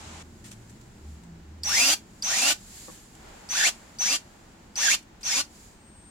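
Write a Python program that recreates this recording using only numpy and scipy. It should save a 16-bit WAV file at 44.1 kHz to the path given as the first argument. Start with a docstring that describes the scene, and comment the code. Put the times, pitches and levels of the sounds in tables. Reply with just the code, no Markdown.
"""First comes a brief hiss over a low room rumble, and a branch scuffs as someone handles it.
Then cordless pruning shears close and reopen three times over a tiled floor: six short strokes.
In each, a brushless motor spins up. Its electronic drive whines, two side tones spread away from
the whine, and the gears sing and rattle. Thick wood drags the speed down and crackles.
Between strokes the branch scuffs, rustles and bumps."""
import sys
import numpy as np
from scipy import signal
from scipy.fft import rfft, irfft, next_fast_len
from scipy.io import wavfile
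from scipy.ndimage import uniform_filter1d

SR = 44100
rng = np.random.default_rng(int(sys.argv[2]) if len(sys.argv) > 2 else 0)


def transcribe(signal):
    """Save signal, clipped to [-1, 1], as a 16-bit WAV file at the path in sys.argv[1]."""
    frames = np.atleast_2d(signal).T
    limited = np.clip(frames, -1, 1)
    pcm = np.round(limited * 32767).astype(np.int16)
    wavfile.write(sys.argv[1], SR, pcm)


N = 269010
T = np.arange(N) / SR

# runs of the motor: (start [s], stop [s], free speed [Hz], spin-up time [s], kick [dB], rattle [dB],
# brightness [dB], shaft hum [dB], growl [dB], gear tone [dB], squeal [dB], whine at start [dB],
# whine at stop [dB], lower side tone [dB], upper side tone [dB]); hum, growl and squeal are set
# relative to the rattle
STROKES = [(1.634, 1.936, 408.8, .199, -18, -24, 5, -24.5, -15.5, -27, -2, -30.5, -25.5, -25.5, -37),
           (2.2231, 2.522, 355.5, 0.16, -16.5, -23.5, 0, -25, -15, -31, -26, -27.5, -35.5, -30.5, -30.5),
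           (3.489, 3.689, 700.2, 0.3, -31, -23, -3, -30.5, -19, -29.5, 2.5, -25.5, -41, -38, -37),
           (3.986, 4.16, 415.3, 0.13, -28.5, -26, -5, -24, -18.5, -32, -3, -22.5, -29, -29, -35),
           (4.756, 4.945, 472.9, .1561, -23.5, -23, -3, -30, -22, -30, 2, -26.5, -33, -30, -31),
           (5.231, 5.409, 401.7, 0.14, -25, -25.5, -5, -22.5, -21.5, -35, -17, -34, -25.5, -28, -31)]
# the blade strains against wood:
# (time [s], half length [s], speed lost [share], rattle lift [dB], gear tone lift [dB])
STRAINS = [(1.793, 0.044, 0, 2.5, 5.5), (1.885, .02, .075, 1.5, 2.5), (2.48, 0.031, 0.0093, 2, 7),
           (3.6305, .0448, .3825, 2.5, 10), (4.8888, 0.042, 0.42, 3, 10)]
# tones of the humming shaft: (multiple of rotor speed, level [dB])
SHAFT_TONES = [(1, 4), (2, 0.5), (3, -10), (4, 5.5), (5, 2.5)]
# tone colours of the housing and the gearbox's growl: (frequency [Hz], level [dB])
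HOUSING_COLOUR = [(150, -20), (430, -17.5), (620, -18), (1050, -8), (1700, -5.5), (2600, -2), (3900, -2),
                  (5000, -1), (6200, 0.5), (7200, 2.5), (8300, -3.5), (10500, -7), (13000, -11),
                  (16000, -18)]
GROWL_COLOUR = [(490, -14), (560, 0), (790, 5), (930, -14), (1250, 0)]
# where the shell and blades ring: (frequency [Hz], width [Hz], lift [dB])
SHELL_RESONANCES = [(564, 30, 2.5), (808, 65, 5.5), (1610, 55, 1), (1860, 49, 3.5), (2380, 220, 2.5),
                    (2684, 180, 4), (3586, 93, 5.5), (4263, 57, 6.5), (4900, 43, 3.5), (5350, 42, -4.5),
                    (6500, 76, 2), (7086, 51, 2.5), (10600, 440, 1)]
# ringing of the motor's kick and of bumped wood: (frequency [Hz], level [dB], time to fall 60 dB [s])
KICK_MODES = [(4600, -3, .05), (4780, 0, .035), (4960, 0, .03), (5200, -2, .025), (3600, -13, .015),
              (7900, -4, .02), (9300, -5, .016), (12100, -16, .015)]
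WOOD_MODES = [(325, -2, .07), (510, 0, .05), (800, -4, .035), (1114, 0, .045), (1800, -8, .025),
              (3900, -13, .02)]
# snapping fibres and blade knocks, then a dull wooden bump: (time [s], peak level [dB])
SNAPS = [(1.901, -9), (2.421, -17), (2.479, -11.5), (2.496, -27), (2.508, -23), (3.632, -25), (3.642, -20),
         (4.912, -16)]
BUMPS = [(2.878, -42), (2.883, -33), (2.892, -37), (2.899, -39)]
# bark scuffs on blade and hand: (time [s], level [dB], length [s])
SCUFFS = [(0.44, -46.5, 0.057), (0.51, -44.5, 0.026), (0.62, -59, .012), (0.692, -53.5, 0.027),
          (0.808, -54, 0.013), (1.233, -54, 0.011), (2.904, -53, 0.13), (3.15, -42.5, 0.0047),
          (3.747, -54, 0.024), (4.986, -47, 0.011), (5.024, -53, .012), (5.206, -50.5, 0.029)]
# deep thuds and soft rustles of movement: (time [s], level [dB], half length [s])
THUDS = [(2.645, -52, 0.049), (3.016, -61, 0.063), (3.31, -48.5, 0.085)]
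RUSTLES = [(0.555, -65.5, 0.5), (1.115, -67.5, 0.11), (2.535, -58, 0.43), (2.804, -49, 0.13),
           (3.568, -59.5, 0.86), (5.608, -55, 0.12)]
# tone colours of the handling and room noises: (frequency [Hz], level [dB])
BARK_COLOUR = [(530, -42), (900, -11), (1500, -9), (1750, -2), (2000, -6.5), (2790, -5), (4940, -7),
               (7680, -1), (15500, -23)]
THUD_COLOUR = [(28, 2), (45, 2), (75, -10)]
RUSTLE_COLOUR = [(1760, -13), (3000, -13), (3420, -13), (4560, -8.5), (5880, -11.5), (7230, -1),
                 (8470, -11), (9320, -12), (15500, -22.5)]
RUMBLE_COLOUR = [(12, -60), (20, -4), (38, -1), (76, -1.5), (113, -3), (147, -4.5), (220, 0.5), (257, -7.5),
                 (321, -6), (450, -15), (580, -26), (990, -120)]
AIR_COLOUR = [(180, -27), (300, -6), (384, -6), (543, -3.5), (835, -1.5), (1240, -8), (1420, -6),
              (3690, -15.5), (6250, -17.5), (7250, -20), (11000, -37), (15500, -28)]
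HISS_COLOUR = [(240, -37), (400, -12), (738, -8), (834, -3), (987, -6.5), (1760, -11.5), (2320, -11),
               (2590, -11), (5310, -15), (7320, -11.5), (15500, -43)]
# low distant hums: (time [s], pitch [Hz], level [dB], half length [s])
HUMS = [(0.126, 82.1, -50.5, 0.28), (0.583, 114, -51.5, 0.22), (0.86, 123.7, -55, 0.2),
        (1.102, 73.5, -41, .075), (1.154, 218, -63.5, 0.14), (1.32, 166.4, -45, 0.089),
        (1.564, 77, -45, 0.22)]
# path of a gliding whistle: (time [s], pitch [Hz])
WHISTLE_GLIDE = [(2.9, 11400), (2.955, 12400), (3.02, 11400), (3.13, 10200)]
# how the microphone leans to one side: (frequency [Hz], left minus right [dB])
STEREO_LEAN = [(200, -0.3), (700, 0.5), (1500, 0.2), (2400, 1), (4300, -2.5), (5500, 1.5), (7200, -4.5),
               (8300, 7.5), (10000, 3), (11600, -3.5), (14000, 1)]

DRIVE_HZ, POLES, MESHES_PER_TURN = 5984, 4, 10.15  # switching tone, magnet poles, tooth meetings
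START_HZ, FULL_HZ, CREEP_HZ = 12, 258.5, 6.7  # rotor speeds: starting, working, barely moving
GEAR_FADE_IN_HZ, GEAR_FADE_OUT_HZ = 149, 319  # the gears sing between these rotor speeds
GROWL_FADE_IN_HZ, SIDES_FADE_IN_HZ = 69, 21.2  # growl and side tones build above these rotor speeds
RATTLE_DB_PER_OCTAVE, SIDE_TILT_DB, WHINE_ARCH_DB = 5.5, 20, 2.5
ATTACK_S, WHINE_ATTACK_S, BRAKE_S = 0.004, 0.019, 0.0051


def shears():
    """All strokes, each with a kick as the motor takes up its slack, and echoes off the tiles."""
    moving, whine = np.zeros((2, 2, N))
    for row in STROKES:
        parts, drive = stroke(*row)
        add(moving, row[0], parts)
        add(whine, row[0], drive)
    kick_events = [(start, kick_db) for start, _, _, _, kick_db, *_ in STROKES]
    kicks = blows(kick_events, KICK_MODES, crack=0.17)
    return echoes(shell_ring(moving), t60=0.033, wet_db=1.5) + whine + kicks + snaps()


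def stroke(start, stop, free_hz, spin_up, kick_db, rattle_db, bright_db, shaft_db, growl_db,
           gear_db, squeal_db, first_db, last_db, lower_db, upper_db):
    """The motor speeds up, fights the wood and brakes; returns (moving parts, drive whine)."""
    age = T[:SR // 2]
    t = start + age
    run = np.minimum(age, stop - start)
    drag, rattle_lift_db, gear_lift_db = wood_strain(t)
    speed = (free_hz + (START_HZ - free_hz) * np.exp(-run / spin_up)) * np.clip(1 - drag, .1, 2)
    turn = 2 * np.pi * np.cumsum(speed) / SR  # the rotor's angle
    mesh = MESHES_PER_TURN * turn + .5 * wander(t, 255.8)
    # teeth strike unevenly, harder once a turn and each time they meet
    contact = (1 + .45 * np.cos(turn)) * (1 + .5 * np.cos(mesh))
    contact *= gain(2 * wander(t, 900) + .9 * wander(t, 130))
    rattle = tooth_rattle(t, speed, turn, contact, bright_db)
    rattle += gain(shaft_db) * shaft_hum(t, speed, turn)
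    rattle += gain(growl_db) * gearbox_growl(speed, contact)
    gear = gain(gear_db + gear_lift_db) * gear_tone(t, speed, turn, mesh)
    rattle += gain(squeal_db) * gear_squeal(t, speed, turn)
    octaves = np.log2((speed + CREEP_HZ) / (FULL_HZ + CREEP_HZ))
    rattle *= gain(rattle_db + rattle_lift_db + RATTLE_DB_PER_OCTAVE * octaves)
    sides = side_tones(t, speed, turn, drag, lower_db, upper_db)
    moving = ramp(age, ATTACK_S) * (rattle + gear) + ramp(age, WHINE_ATTACK_S) * sides
    braking = np.exp(-(age - run) / BRAKE_S)
    return braking * moving, drive_whine(t, run, start, stop, first_db, last_db)


def tooth_rattle(t, speed, turn, contact, bright_db):
    """Gear teeth clatter in the housing; their flaws come round every turn and add a buzz."""
    buzz = sum(np.sin(k * turn + rng.uniform(0, 2 * np.pi, (2, 1)) + wander(t, 60))
               for k in range(3, 48))
    clatter = unit_rms(stereo_noise(len(t), 0.14) * contact)
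    rattle = colour(clatter + gain(-7) * unit_rms(buzz), HOUSING_COLOUR)
    treble_db = bright_db + 2.36 * (speed / 230 - 3)  # faster teeth make sharper blows
    return rattle + (gain(treble_db) - 1) * pass_band(rattle, "high", 9000, order=1)


def shaft_hum(t, speed, turn):
    """The spinning shaft hums, louder at speed."""
    hum = sum(gain(db + 4.5 * wander(t, 79.1)) * np.sin(multiple * (turn + 0.036 * wander(t, 86)))
              for multiple, db in SHAFT_TONES)
    return np.minimum(speed / 260, 1) ** 3 * hum


def gearbox_growl(speed, contact):
    """The gearbox growls in time with the striking teeth."""
    growl = colour(stereo_noise(len(speed), 0.79) * contact, GROWL_COLOUR)
    return growl / (1 + (GROWL_FADE_IN_HZ / speed) ** 2)


def gear_tone(t, speed, turn, mesh):
    """Meeting teeth sing; the slack between them adds roughness and a smeared octave."""
    wobble = 1 + 0.34 * np.cos(turn + wander(t, 42.2))
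    tone = np.sin(mesh) * wobble * gain(3.8 * wander(t, 170))
    roughness = 0.9 * wander(t, 600) * np.cos(mesh)
    octave = 0.42 * np.sin(2 * mesh + 1.3 * wander(t, 500))
    weakening = 1 + (GEAR_FADE_IN_HZ / speed) ** 2.78 + (speed / GEAR_FADE_OUT_HZ) ** 10
    return (tone + roughness + octave) / weakening


def gear_squeal(t, speed, turn, ring_hz=6300, width_hz=1200):
    """A tone at three times the gear pitch squeals as it crosses the blades' ringing range."""
    in_range = np.exp(-((3 * MESHES_PER_TURN * speed - ring_hz) / width_hz) ** 2)
    return in_range * np.sin(3 * MESHES_PER_TURN * turn + 1.1 * wander(t, 500))


def drive_whine(t, run, start, stop, first_db, last_db, lead_s=.008):
    """The drive's switching whines, swells in mid-stroke and cuts out just before the parts stop."""
    phase = 2 * np.pi * DRIVE_HZ * t
    db = np.interp(t, [start, stop], [first_db, last_db])
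    db += WHINE_ARCH_DB * (np.sin(np.pi * run / (stop - start)) - .5)
    tone = np.sin(phase + np.array([[0], [1.4]])) + 0.04 * np.sin(2 * phase)
    switch_off = np.exp(-np.maximum(t - stop + lead_s, 0) / BRAKE_S)
    return ramp(t - start, WHINE_ATTACK_S) * switch_off * gain(db + wander(t, 97)) * tone


def side_tones(t, speed, turn, drag, lower_db, upper_db):
    """Passing magnet poles split two fluttering tones off the whine; drag favours the upper one."""
    tones = 0
    for sign, db in ((-1, lower_db), (1, upper_db)):
        level = gain(db + sign * SIDE_TILT_DB * drag + 2.2 * wander(t, 150))
        phase = 2 * np.pi * DRIVE_HZ * t + sign * POLES * turn
        tones += level * np.sin(phase + .45 * wander(t, 220))
    return tones / (1 + (SIDES_FADE_IN_HZ / speed) ** 2)


def wood_strain(t, lag_s=0.0042):
    """Wood slows the motor; rattle and gear tone peak just after, as the wood gives."""
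    drag = sum(lost * bell(t - s, length) for s, length, lost, *_ in STRAINS)
    lifts_db = sum(np.outer(lifts, bell(t - s - lag_s, length)) for s, length, _, *lifts in STRAINS)
    return drag, *lifts_db


def shell_ring(x):
    """The shell and blades ring on top of the sound that shakes them."""
    return x + sum((gain(db) - 1) * signal.lfilter(*signal.iirpeak(hz, hz / width, fs=SR), x)
                   for hz, width, db in SHELL_RESONANCES)


def blows(events, modes, crack):
    """Each blow clicks and rings the same fading tones, roughened by the chattering contact."""
    out, t = np.zeros((2, N)), T[:SR // 8]
    for s, db in events:
        ring = 0
        for hz, mode_db, t60 in modes:
            phase = 2 * np.pi * hz * t + rng.normal(0, 1, (2, 1)) + .5 * wander(t, 690)
            ring += gain(mode_db - 60 * t / t60) * np.sin(phase)
        click = crack * stereo_noise(len(t), .3) * np.exp(-t / 0.00062)
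        blow = (ring + click) * ramp(t, 0.0011)
        add(out, s, gain(db) * blow / np.abs(blow).max())
    return out


def snaps():
    """Fibres snap and the blade knocks: sharp cracks that sound through the housing."""
    out, t = np.zeros((2, N)), T[:SR // 40]
    for s, db in SNAPS:
        crack = colour(stereo_noise(len(t), 0.64), HOUSING_COLOUR) * np.exp(-t / 0.0035)
        add(out, s, gain(db) * crack / np.abs(crack).max())
    return out


def branch_handling():
    """Moving the branch makes grainy scuffs of bark, deep thuds and a wooden bump."""
    scuffs, t = np.zeros((2, N)), T[:SR // 2]
    for s, db, length in SCUFFS:
        grains = colour(stereo_noise(len(t), 0.1) * gain(1.7 * wander(t, 630)), BARK_COLOUR)
        add(scuffs, s, gain(db) * grains * ramp(t, 0.0049) * bell(t, length))
    thuds = sum(swell(*row) for row in THUDS) * colour(stereo_noise(N, 1), THUD_COLOUR)
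    return scuffs + thuds + blows(BUMPS, WOOD_MODES, crack=0.064)


def rustles(floor_db=-69):
    """Hands, tool and branch rustle softly as they move."""
    movement = gain(floor_db) + sum(swell(*row) for row in RUSTLES)
    return movement * gain(0.42 * wander(T, 34)) * colour(stereo_noise(N, 0.05), RUSTLE_COLOUR)


def room_rumble(settled_db=-54, extra_db=5, settle_s=1.9):
    """The room's rumble starts a little louder and settles."""
    db = settled_db + extra_db * np.exp(-T / settle_s) + 0.16 * wander(T, 13)
    return gain(db) * colour(stereo_noise(N, 0.94), RUMBLE_COLOUR)


def room_hush(dull_start_s=3.11, rise_s=0.16, sink_s=1.0):
    """A steady airy hush; a second, duller one sets in quickly and sinks away."""
    since = np.maximum(T - dull_start_s, 0)
    dull = pass_band(colour(stereo_noise(N, 0.089), AIR_COLOUR), "low", 6130)
    airy = colour(stereo_noise(N, 0.07), AIR_COLOUR)
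    return gain(-58) * airy + gain(-48.5) * ramp(since, rise_s) * np.exp(-since / sink_s) * dull


def opening_hiss(db=-46, end_s=0.229):
    """An even hiss that stops abruptly."""
    return gain(db) * colour(stereo_noise(N, 0.074), HISS_COLOUR) * ramp(end_s - T, 0.0035)


def distant_hums():
    """Low hums swell and fade."""
    return sum(swell(s, db, length) * wavering(hz, waver_hz=3, flutter_db=1)
               for s, hz, db, length in HUMS)


def whistles(fade_s=.02, late_start_s=5.7):
    """Two faint high whistles: one glides up and down, one holds its pitch near the end."""
    s, hz = np.transpose(WHISTLE_GLIDE)
    fade = ramp(np.minimum(T - s[0], s[-1] - T) + fade_s, fade_s)
    gliding = fade * wavering(np.interp(T, s, hz), waver_hz=70, flutter_db=3)
    steady = ramp(T - late_start_s, .2) * wavering(8516, waver_hz=25, flutter_db=3)
    return gain(-72) * gliding + gain(-59) * steady


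def echoes(x, t60, wet_db):
    """Dense dying reflections, different for each ear; they smear the sound but keep its colour."""
    t = T[:SR // 3]
    tail = rng.standard_normal((2, len(t))) * gain(-60 * t / t60) * (t > .001)
    response = gain(wet_db) * unit_rms(pass_band(tail, "high", 600)) / np.sqrt(len(t))
    response[:, 0] += 1  # the direct sound
    size = next_fast_len(N + len(t))
    gains = rfft(response, size)
    broad_power = uniform_filter1d(np.abs(gains) ** 2, size=1200, axis=1)
    return irfft(rfft(x, size) * gains / np.sqrt(broad_power), size)[:, :N]


def gain(db):
    """Turn decibels into a multiplier."""
    return 10 ** (np.asarray(db) / 20)


def unit_rms(x):
    """Scale x to an average (rms) size of 1."""
    return x / np.sqrt(np.mean(x ** 2) + 1e-20)


def ramp(t, length):
    """A straight rise from 0 to 1."""
    return np.clip(t / length, 0, 1)


def bell(t, half_length):
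    """A smooth hump around t = 0."""
    return np.exp(-(t / half_length) ** 2)


def swell(s, db, half_length):
    """A gain that rises to db at time s and falls again."""
    return gain(db) * bell(T - s, half_length)


def wander(t, rate):
    """A random drift of size about 1, with rate new values a second."""
    return np.interp((t - t[0]) * rate, np.arange(8192), rng.standard_normal(8192))


def wavering(hz, waver_hz, flutter_db):
    """A tone unsteady in pitch and level."""
    pitch = hz + waver_hz * wander(T, 50)
    return np.sqrt(2) * gain(flutter_db * wander(T, 30)) * np.sin(2 * np.pi * np.cumsum(pitch) / SR)


def stereo_noise(n, likeness):
    """Left and right noise: unrelated at likeness 0, the same at 1."""
    mid, side = rng.standard_normal((2, n))
    return (np.sqrt(1 + likeness) * mid + np.sqrt(1 - likeness) * np.array([side, -side])) / np.sqrt(2)


def curve_at(points, hz):
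    """Read between (frequency, value) points, spaced by octaves."""
    point_hz, values = np.transpose(points)
    return np.interp(np.log(hz + 1), np.log(point_hz), values)


def colour(x, points):
    """Give x a tone colour that falls steeply beyond its end points; rms 1."""
    n = x.shape[-1]
    size = next_fast_len(n)
    hz = np.fft.rfftfreq(size, 1 / SR)
    ends = np.minimum(hz / points[0][0], 1) ** 3 / np.maximum(hz / points[-1][0], 1) ** 3
    return unit_rms(irfft(rfft(x, size) * gain(curve_at(points, hz)) * ends, size)[..., :n])


def pass_band(x, side, hz, order=2):
    """Keep the "low" or "high" side of hz."""
    return signal.sosfilt(signal.butter(order, hz, side, fs=SR, output="sos"), x)


def add(out, s, x):
    """Mix x into out from time s."""
    i = max(int(s * SR), 0)
    n = min(x.shape[-1], N - i)
    out[:, i:i + n] += x[..., :n]


def scene():
    """Shears and branch echo in the room, over its quiet background."""
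    pruning = echoes(shears() + branch_handling(), t60=0.15, wet_db=-11)
    return pruning + room_rumble() + room_hush() + rustles() + opening_hiss() + distant_hums() + whistles()


def record(dry):
    """Two microphone ports colour left and right differently; the highest treble is cut."""
    size, top_hz = next_fast_len(N), 15850
    lean_db = curve_at(STEREO_LEAN, np.fft.rfftfreq(size, 1 / SR))
    gains = gain(np.array([lean_db, -lean_db]) / 2)
    heard = irfft(rfft(dry, size) * gains / np.sqrt(np.mean(gains ** 2, axis=0)), size)[:, :N]
    return signal.sosfilt(signal.ellip(10, .2, 80, top_hz, fs=SR, output="sos"), heard)


dry = scene()
out = record(dry)
transcribe(out)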